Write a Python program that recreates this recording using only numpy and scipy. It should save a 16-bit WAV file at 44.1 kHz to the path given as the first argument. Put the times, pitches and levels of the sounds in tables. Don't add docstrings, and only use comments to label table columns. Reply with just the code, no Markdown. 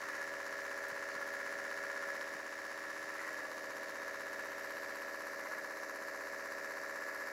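import sys
import numpy as np
from scipy import signal
from scipy.fft import rfft, irfft, next_fast_len
from scipy.io import wavfile
from scipy.ndimage import map_coordinates

SR = 44100
rng = np.random.default_rng(int(sys.argv[2]) if len(sys.argv) > 2 else 0)


def field_ratio(decibels):
    return 10 ** (np.asarray(decibels, dtype=float) / 20)


def persist_wave(psi):
    counts = np.round(np.clip(psi, -1, 1) * 32767).astype(np.int16)
    wavfile.write(sys.argv[1], SR, np.atleast_2d(counts).T)


N = 322812
TIME = np.arange(N) / SR
PATTERN_HZ, TURNS = 15.99, 5
TURN_MS = 1000 / PATTERN_HZ / TURNS
# (time [s], nearness [dB], depth in a dead spot of the room [0-1])
PHONE_PLACE = [(0, 2, 0.74), (.36, 1.5, .01), (1.2, 2, .01), (2.15, 2.5, .01), (2.36, -0.1, 0.34),
               (3.15, 0.7, 0.66), (3.45, -1.5, .01), (4.4, 0.6, .01), (5, -0.4, 0.13), (5.9, -.9, 0.04),
               (6.6, 0.2, 0.04), (7.32, 0.7, .1)]


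def case():
    # (time [ms], low case [dB], middle case [dB], high case [dB])
    knocks = [(4.666, -17, 3, 5.5), (7.952, 1.7, -1.5, 5.5), (10.5, 13.5, 17.4, -16.4),
              (13.837, -14, -8, 3.3), (15.742, 3, 27.5, 8), (19.595, -16, 2, 6), (19.82, 8.5, -1, 6.5),
              (22.88, 0, -30, 0), (25.93, -9, 15, 10), (29, -11, 14.5, 3.5), (31.6, 2, -13, 9.5),
              (33.68, 2.7, -5, 2.8), (35.8, 9, -24, -6), (40.92, 5, -9, -3.5), (44.52, -6, -13.3, 10.5),
              (46.76, 5, -14, -9.5), (48.35, 13, -12, -2.5), (53.61, 8, -0.5, 3.8), (57.92, 10, 11, -8),
              (59.02, 10.5, -19, 5.5), (61.05, 11, -10, -19.6)]
    # (frequency [Hz], width [Hz], level [dB])
    low_case = [(287, 21, 0), (401.4, 23, -8.5), (520.9, 32, 6.5), (534, 114, 7), (596.3, 101, 8.5)]
    # (frequency [Hz], width [Hz], level [dB])
    middle_case = [(784.3, 29, -3), (1026, 190, -8), (1163, 43, -7), (1303.5, 50, -6.5), (1467, 610, -14.5)]
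    # (frequency [Hz], width [Hz], level [dB])
    high_case = [(1682, 57, 11.5), (1823, 90, 5.5), (2012, 80, -1.5), (2251, 146, -7.5)]
    clack_late_s = .0013

    ms, low_db, middle_db, high_db = np.transpose(knocks)
    when = moments(ms, steady_ms=.018)
    vary = field_ratio(.6 * rng.standard_normal(when.shape))
    low_hits = pulses(when, vary * field_ratio(low_db))
    middle_hits = pulses(when + clack_late_s, vary * field_ratio(0.39 * middle_db))
    high_hits = pulses(when, vary * field_ratio(.9 * high_db))
    sharp_hits = pulses(when, vary * field_ratio(.5 * middle_db))

    boom = unit(filtered(low_hits, ringing(low_case, 200, 730)))
    clack = unit(filtered(middle_hits, ringing(middle_case, 830, 1700)))
    ring = unit(filtered(high_hits, ringing(high_case, 1530, 3300)))
    snap = unit(filtered(sharp_hits, ringing([(2480, 250, 0)], 1390, 3370)))
    direct = layer_gain(0) * boom + layer_gain(1) * clack + layer_gain(2) * (ring + field_ratio(-26) * snap)
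    return direct + standing_waves(boom + clack + ring)


def ticks():
    # (time [s], share of the bright colour [0-1])
    facing = [(0, 0.15), (1.5, 0), (2.6, .05), (3.1, 0.2), (3.35, 0.4), (4.3, 0.4), (4.55, 0.8), (5.2, .9),
              (5.7, 0.6), (6.3, 0.5), (6.9, 0.6), (7.32, 0.9)]
    # (frequency [Hz], level [dB])
    dull_colour = [(2000, -41), (2800, -9.5), (3500, -9.5), (5000, -3.5), (6500, -3), (7500, -7.5),
                   (8600, -16), (10000, -6), (11600, -13.5), (12600, -10.5), (15700, -35)]
    # (frequency [Hz], level [dB])
    bright_colour = [(2000, -30), (2800, -3), (3400, -15.5), (4800, 0), (6300, -8), (7500, -3.5),
                     (8600, -15), (10500, -7.5), (11600, -1), (12300, -9), (13200, -3), (14300, -15),
                     (15700, -38)]

    ms, db = tick_pattern()
    when = moments(ms - .45, steady_ms=.02)
    starts = pulses(when, field_ratio(db + 1.8 * rng.standard_normal(when.shape)))
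    fade = np.sqrt(TIME[:500]) * np.exp(-TIME[:500] / .0008)
    fresh = np.convolve(starts, fade)[:N] * rng.standard_normal(N)
    alike = np.convolve(starts, fade * rng.standard_normal(fade.shape))[:N]
    bursts = unit(fresh) + 1.03 * unit(alike)

    dull = unit(filtered(bursts, lambda hz: along(dull_colour, hz)))
    bright = unit(filtered(bursts, lambda hz: along(bright_colour, hz)))
    share = np.clip(np.interp(TIME, *np.transpose(facing)), 0, 1)
    return field_ratio(6) * layer_gain(3) * ((1 - share) * dull + share * bright)


def tick_pattern():
    # (time into the turn [ms], level [dB], swing over the pattern [dB], hardest turn [turns])
    met = [
        (4.1, -1.5, 6, 1.1),
        (6.9, -2.5, 5.5, 1.4),
        (8.6, 0.5, 2.5, 0.79),
        (10.6, -0.5, 0.5, 1.5),
    ]
    late_ms = 0.597

    ms, db, swing_db, hardest = np.transpose(met)
    turn = np.arange(TURNS)[:, None]
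    late = late_ms * (turn > 2) * ms / ms.mean()
    hard = db + swing_db * np.cos(2 * np.pi * (turn - hardest) / TURNS)
    return (turn * TURN_MS + ms + late).ravel(), hard.ravel()


def pings():
    # (time [ms], level [dB])
    hard_blows = [
        (4.0, -6),
        (16.5, 4),
        (29.1, 0),
        (43.6, 0),
        (56.5, -5),
    ]
    # (frequency [Hz], width [Hz], level [dB])
    body_ring = [(2840, 810, 0)]
    # (frequency [Hz], width [Hz], level [dB])
    low_ring = [(9800, 800, 0)]
    # (frequency [Hz], width [Hz], level [dB])
    high_ring = [(11800, 900, 0)]

    ms, db = np.transpose(hard_blows)
    when = moments(ms, steady_ms=.03)
    blows = pulses(when, field_ratio(db + 1.9 * rng.standard_normal(when.shape)))
    crack = np.convolve(blows, np.exp(-TIME[:100] / 0.00032))[:N] * rng.standard_normal(N)
    low = unit(filtered(crack, ringing(low_ring, 7000, 13500)))
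    high = unit(filtered(crack, ringing(high_ring, 7000, 13500)))
    body = unit(filtered(blows, ringing(body_ring, 2100, 3160)))

    s, _, dead = np.transpose(PHONE_PLACE)
    share = np.clip(.35 + .6 * np.interp(TIME, s, dead), 0, 1)
    return layer_gain(3) * (field_ratio(-5.5) * (share * low + (1 - share) * high) + field_ratio(-1) * body)


def chatter():
    loose = rng.standard_normal(N) * (rng.random(N) < .012)
    ring = ringing([(1280, 530, -8.0), (1900, 250, 2.5)], 530, 2630)
    return field_ratio(-32) * stumble(TIME) * unit(filtered(loose, ring))


def moments(ms, steady_ms):
    s = np.arange(-1, N / SR * PATTERN_HZ)[:, None] / PATTERN_HZ + ms / 1000
    due = s + lag(s) / 1000
    skipped = due < np.maximum.accumulate(due.ravel()).reshape(due.shape)
    scatter = (steady_ms + stumble(s)) * rng.standard_normal(s.shape) / 1000
    return np.where(skipped, -1, due + scatter)


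def stumble(s):
    # (time [s], length [s], scatter of the knocks [ms])
    stumbles = [
        (0.106, 0.24, 0.13),
        (1.198, .06, 0.076),
        (2.11, 0.092, 0.13),
        (2.87, 0.11, 0.052),
        (3.3, 0.17, 0.18),
        (4.424, 0.044, 0.084),
        (5.5, 0.11, 0.15),
        (7.127, 0.12, 0.096),
    ]
    return sum(deep * np.exp(-((s - at) / long) ** 2) for at, long, deep in stumbles)


def lag(s):
    # (time [s], lag [ms])
    drift = [(0, 7.55), (.5, 7.5), (1.1, 6.2), (1.41, 6.05), (2.05, 4.65), (3.05, 6.35), (3.22, 6.35),
             (3.33, 5.7), (4.28, 5.85), (4.7, 6.3), (5.41, 5.8), (5.8, 5.9), (6.54, 5.16), (6.97, 5.1),
             (7.2, 5.55)]
    # (time [s], slip [ms])
    slips = [
        (.03, 1.9),
        (3.42, 3.6),
        (5.48, 1.5),
    ]
    settle_s, skip_s = .14, 3.33

    slipped = sum(ms * (1 - np.exp(-np.clip(s - at, 0, None) / settle_s)) for at, ms in slips)
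    return np.interp(s, *np.transpose(drift)) + slipped - (s > skip_s) * TURN_MS


def hum():
    # (multiple of the pattern rate [count], level [dB rms])
    orders = [(5, -103), (15, -72)]
    patterns = PATTERN_HZ * (TIME - lag(TIME) / 1000)
    return sum(field_ratio(db + 1) * np.sin(2 * np.pi * order * patterns) for order, db in orders)


def fan():
    # (frequency [Hz], level per Hz [dB])
    air_colour = [(45, -39), (62, -43), (100, -22.5), (200, -14.5), (400, -12.5), (850, -9), (1400, -6),
                  (1700, -11.5), (2100, -8.5), (3300, -22), (5500, -15), (7500, -21.5), (8500, -30.5),
                  (15700, -31)]
    # (frequency [Hz], level [dB rms], unsteadiness [dB])
    whines = [(77.5, -80.5, .8), (118.4, -83, 2), (3025, -84, 3), (3664, -88, 3), (3741.5, -77, 2),
              (4769, -83, 3), (9739, -89, 4)]
    turned_s, turned_for_s, turned_db = 3.7, 2.1, 9

    air = field_ratio(-54) * unit(filtered(rng.standard_normal(N), lambda hz: along(air_colour, hz)))
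    out = air * heard(0.25, 0.26, 1.2, .1)
    toward_coil = turned_db * (np.exp(-((TIME - turned_s) / turned_for_s) ** 2) - .6)
    for hz, db, deep in whines:
        gain = field_ratio(db + 3 + deep * wobble(1.78) + (hz > 1000) * toward_coil)
        out += gain * np.sin(2 * np.pi * hz * TIME + wobble(2.8))
    return out


def handling():
    # (time [s], peak level [dB], frequency [Hz], width [Hz], ring time [ms])
    touches = [
        (.625, -56, 12500, 4000, 6),
        (.881, -46, 11800, 4000, 4),
        (.921, -54, 165, 30, 7),
        (1.1, -55, 4450, 250, 16),
        (1.158, -57, 185, 40, 6),
        (1.328, -55, 13000, 3000, 4),
        (2.2112, -35, 4200, 900, .3),
        (2.352, -51, 225, 50, 7),
    ]
    out = np.zeros(N)
    for s, db, hz, width, ms in touches:
        t = np.clip(TIME - s, 0, .2) * 1000 / ms
        swell = t * np.exp(1 - t)
        partials = hz + width * rng.uniform(-1, 1, (90, 1))
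        span = slice(int(s * SR), int((s + .1) * SR))
        tap = np.sin(2 * np.pi * partials * (TIME[span] - s)).sum(0) * swell[span]
        out[span] += field_ratio(db) * tap / np.abs(tap).max()
    return out


def standing_waves(x):
    # (frequency [Hz], width [Hz])
    bands = [(320, 7), (400, 7), (560, 7), (1425, 45), (1696, 7)]
    # (level [dB rms], per dB of nearness [dB], in the dead spot [dB], per ms of stumble [dB])
    lifts = [(-72, -2, 13, 21), (-72, 2.24, 7, -7), (-69, 3, 4.5, 32), (-65, 3.5, -21, -37),
             (-59.5, -0.1, -1.5, -20)]
    out = np.zeros(N)
    for (centre, width), lift in zip(bands, lifts):
        narrow = filtered(x, lambda hz: np.exp(-((hz - centre) / width) ** 2))
        out += heard(*lift) * unit(narrow)
    return out


def desk_echo(x):
    late_s = (.45 + .03 * wobble(.8)) / 1000
    return x + field_ratio(-17) * map_coordinates(x, [(TIME - late_s) * SR])


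def late_shade(x):
    # (frequency [Hz], width [Hz], share lost [0-1])
    shaded = [(3160, 620, 0.42), (118, 14, .4)]
    shade_s, shade_over_s = 5.2, .25
    lost = filtered(x, lambda f: sum(share * np.exp(-((f - hz) / width) ** 2) for hz, width, share in shaded))
    return x - lost / (1 + np.exp((shade_s - TIME) / shade_over_s))


def layer_gain(row):
    # (level [dB rms], per dB of nearness [dB], in the dead spot [dB], per ms of stumble [dB])
    layers = [
        (-50.5, -0.28, -6, -0.5),
        (-53, -0.07, 0, 12),
        (-47, 0.94, 0.4, -24),
        (-67.5, 0.17, -0.4, 10),
    ]
    return heard(*layers[row])


def heard(db, near, dead_db, shaken_db):
    s, nearness, dead = np.transpose(PHONE_PLACE)
    place_db = near * np.interp(TIME, s, nearness) + dead_db * np.interp(TIME, s, dead)
    return field_ratio(db + place_db + shaken_db * stumble(TIME))


def unit(x):
    return x / np.sqrt(np.mean(x ** 2) + 1e-20)


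def along(points, hz):
    f, db = np.transpose(points)
    return field_ratio(np.interp(np.log(hz + 1), np.log(f + 1), db))


def filtered(x, response):
    m = next_fast_len(N + SR)
    return irfft(rfft(x, m) * response(np.fft.rfftfreq(m, 1 / SR)), m)[:N]


def ringing(modes, low_hz, high_hz):
    def response(f):
        body = 0
        for k, (c, w, db) in enumerate(modes):
            sign = (-1) ** k
            body = body + sign * field_ratio(db) * 1j * f * w / (c * c - f * f + 1j * f * w)
        return body / (1 + (low_hz / (f + 1)) ** 12) / (1 + (f / high_hz) ** 12)
    return response


def pulses(times, sizes):
    at = times.ravel() * SR
    taps = np.floor(at)[:, None] + np.arange(-7, 9)
    away = taps - at[:, None]
    shape = np.sinc(away) * np.cos(np.pi * away / 16) ** 2
    inside = (taps >= 0) & (taps < N)
    return np.bincount(taps[inside].astype(int), (shape * sizes.ravel()[:, None])[inside], N)


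def wobble(rate):
    return map_coordinates(rng.standard_normal(int(N * rate / SR) + 4), [TIME * rate])


def scene():
    rattle = case() + desk_echo(ticks()) + pings() + chatter()
    background = hum() + fan() + handling()
    return late_shade(rattle + background)[None]


def roll_off(x):
    return signal.sosfilt(signal.butter(12, 15700, fs=SR, output="sos"), x)


def record(dry):
    duck_s, duck_db, recover_s = 2.4, -1, 1
    recovery = np.exp(-np.clip(TIME - duck_s, 0, None) / recover_s)
    mix = dry * field_ratio(duck_db * (TIME > duck_s) * recovery)
    return roll_off(mix)


dry = scene()
out = record(dry)
persist_wave(out)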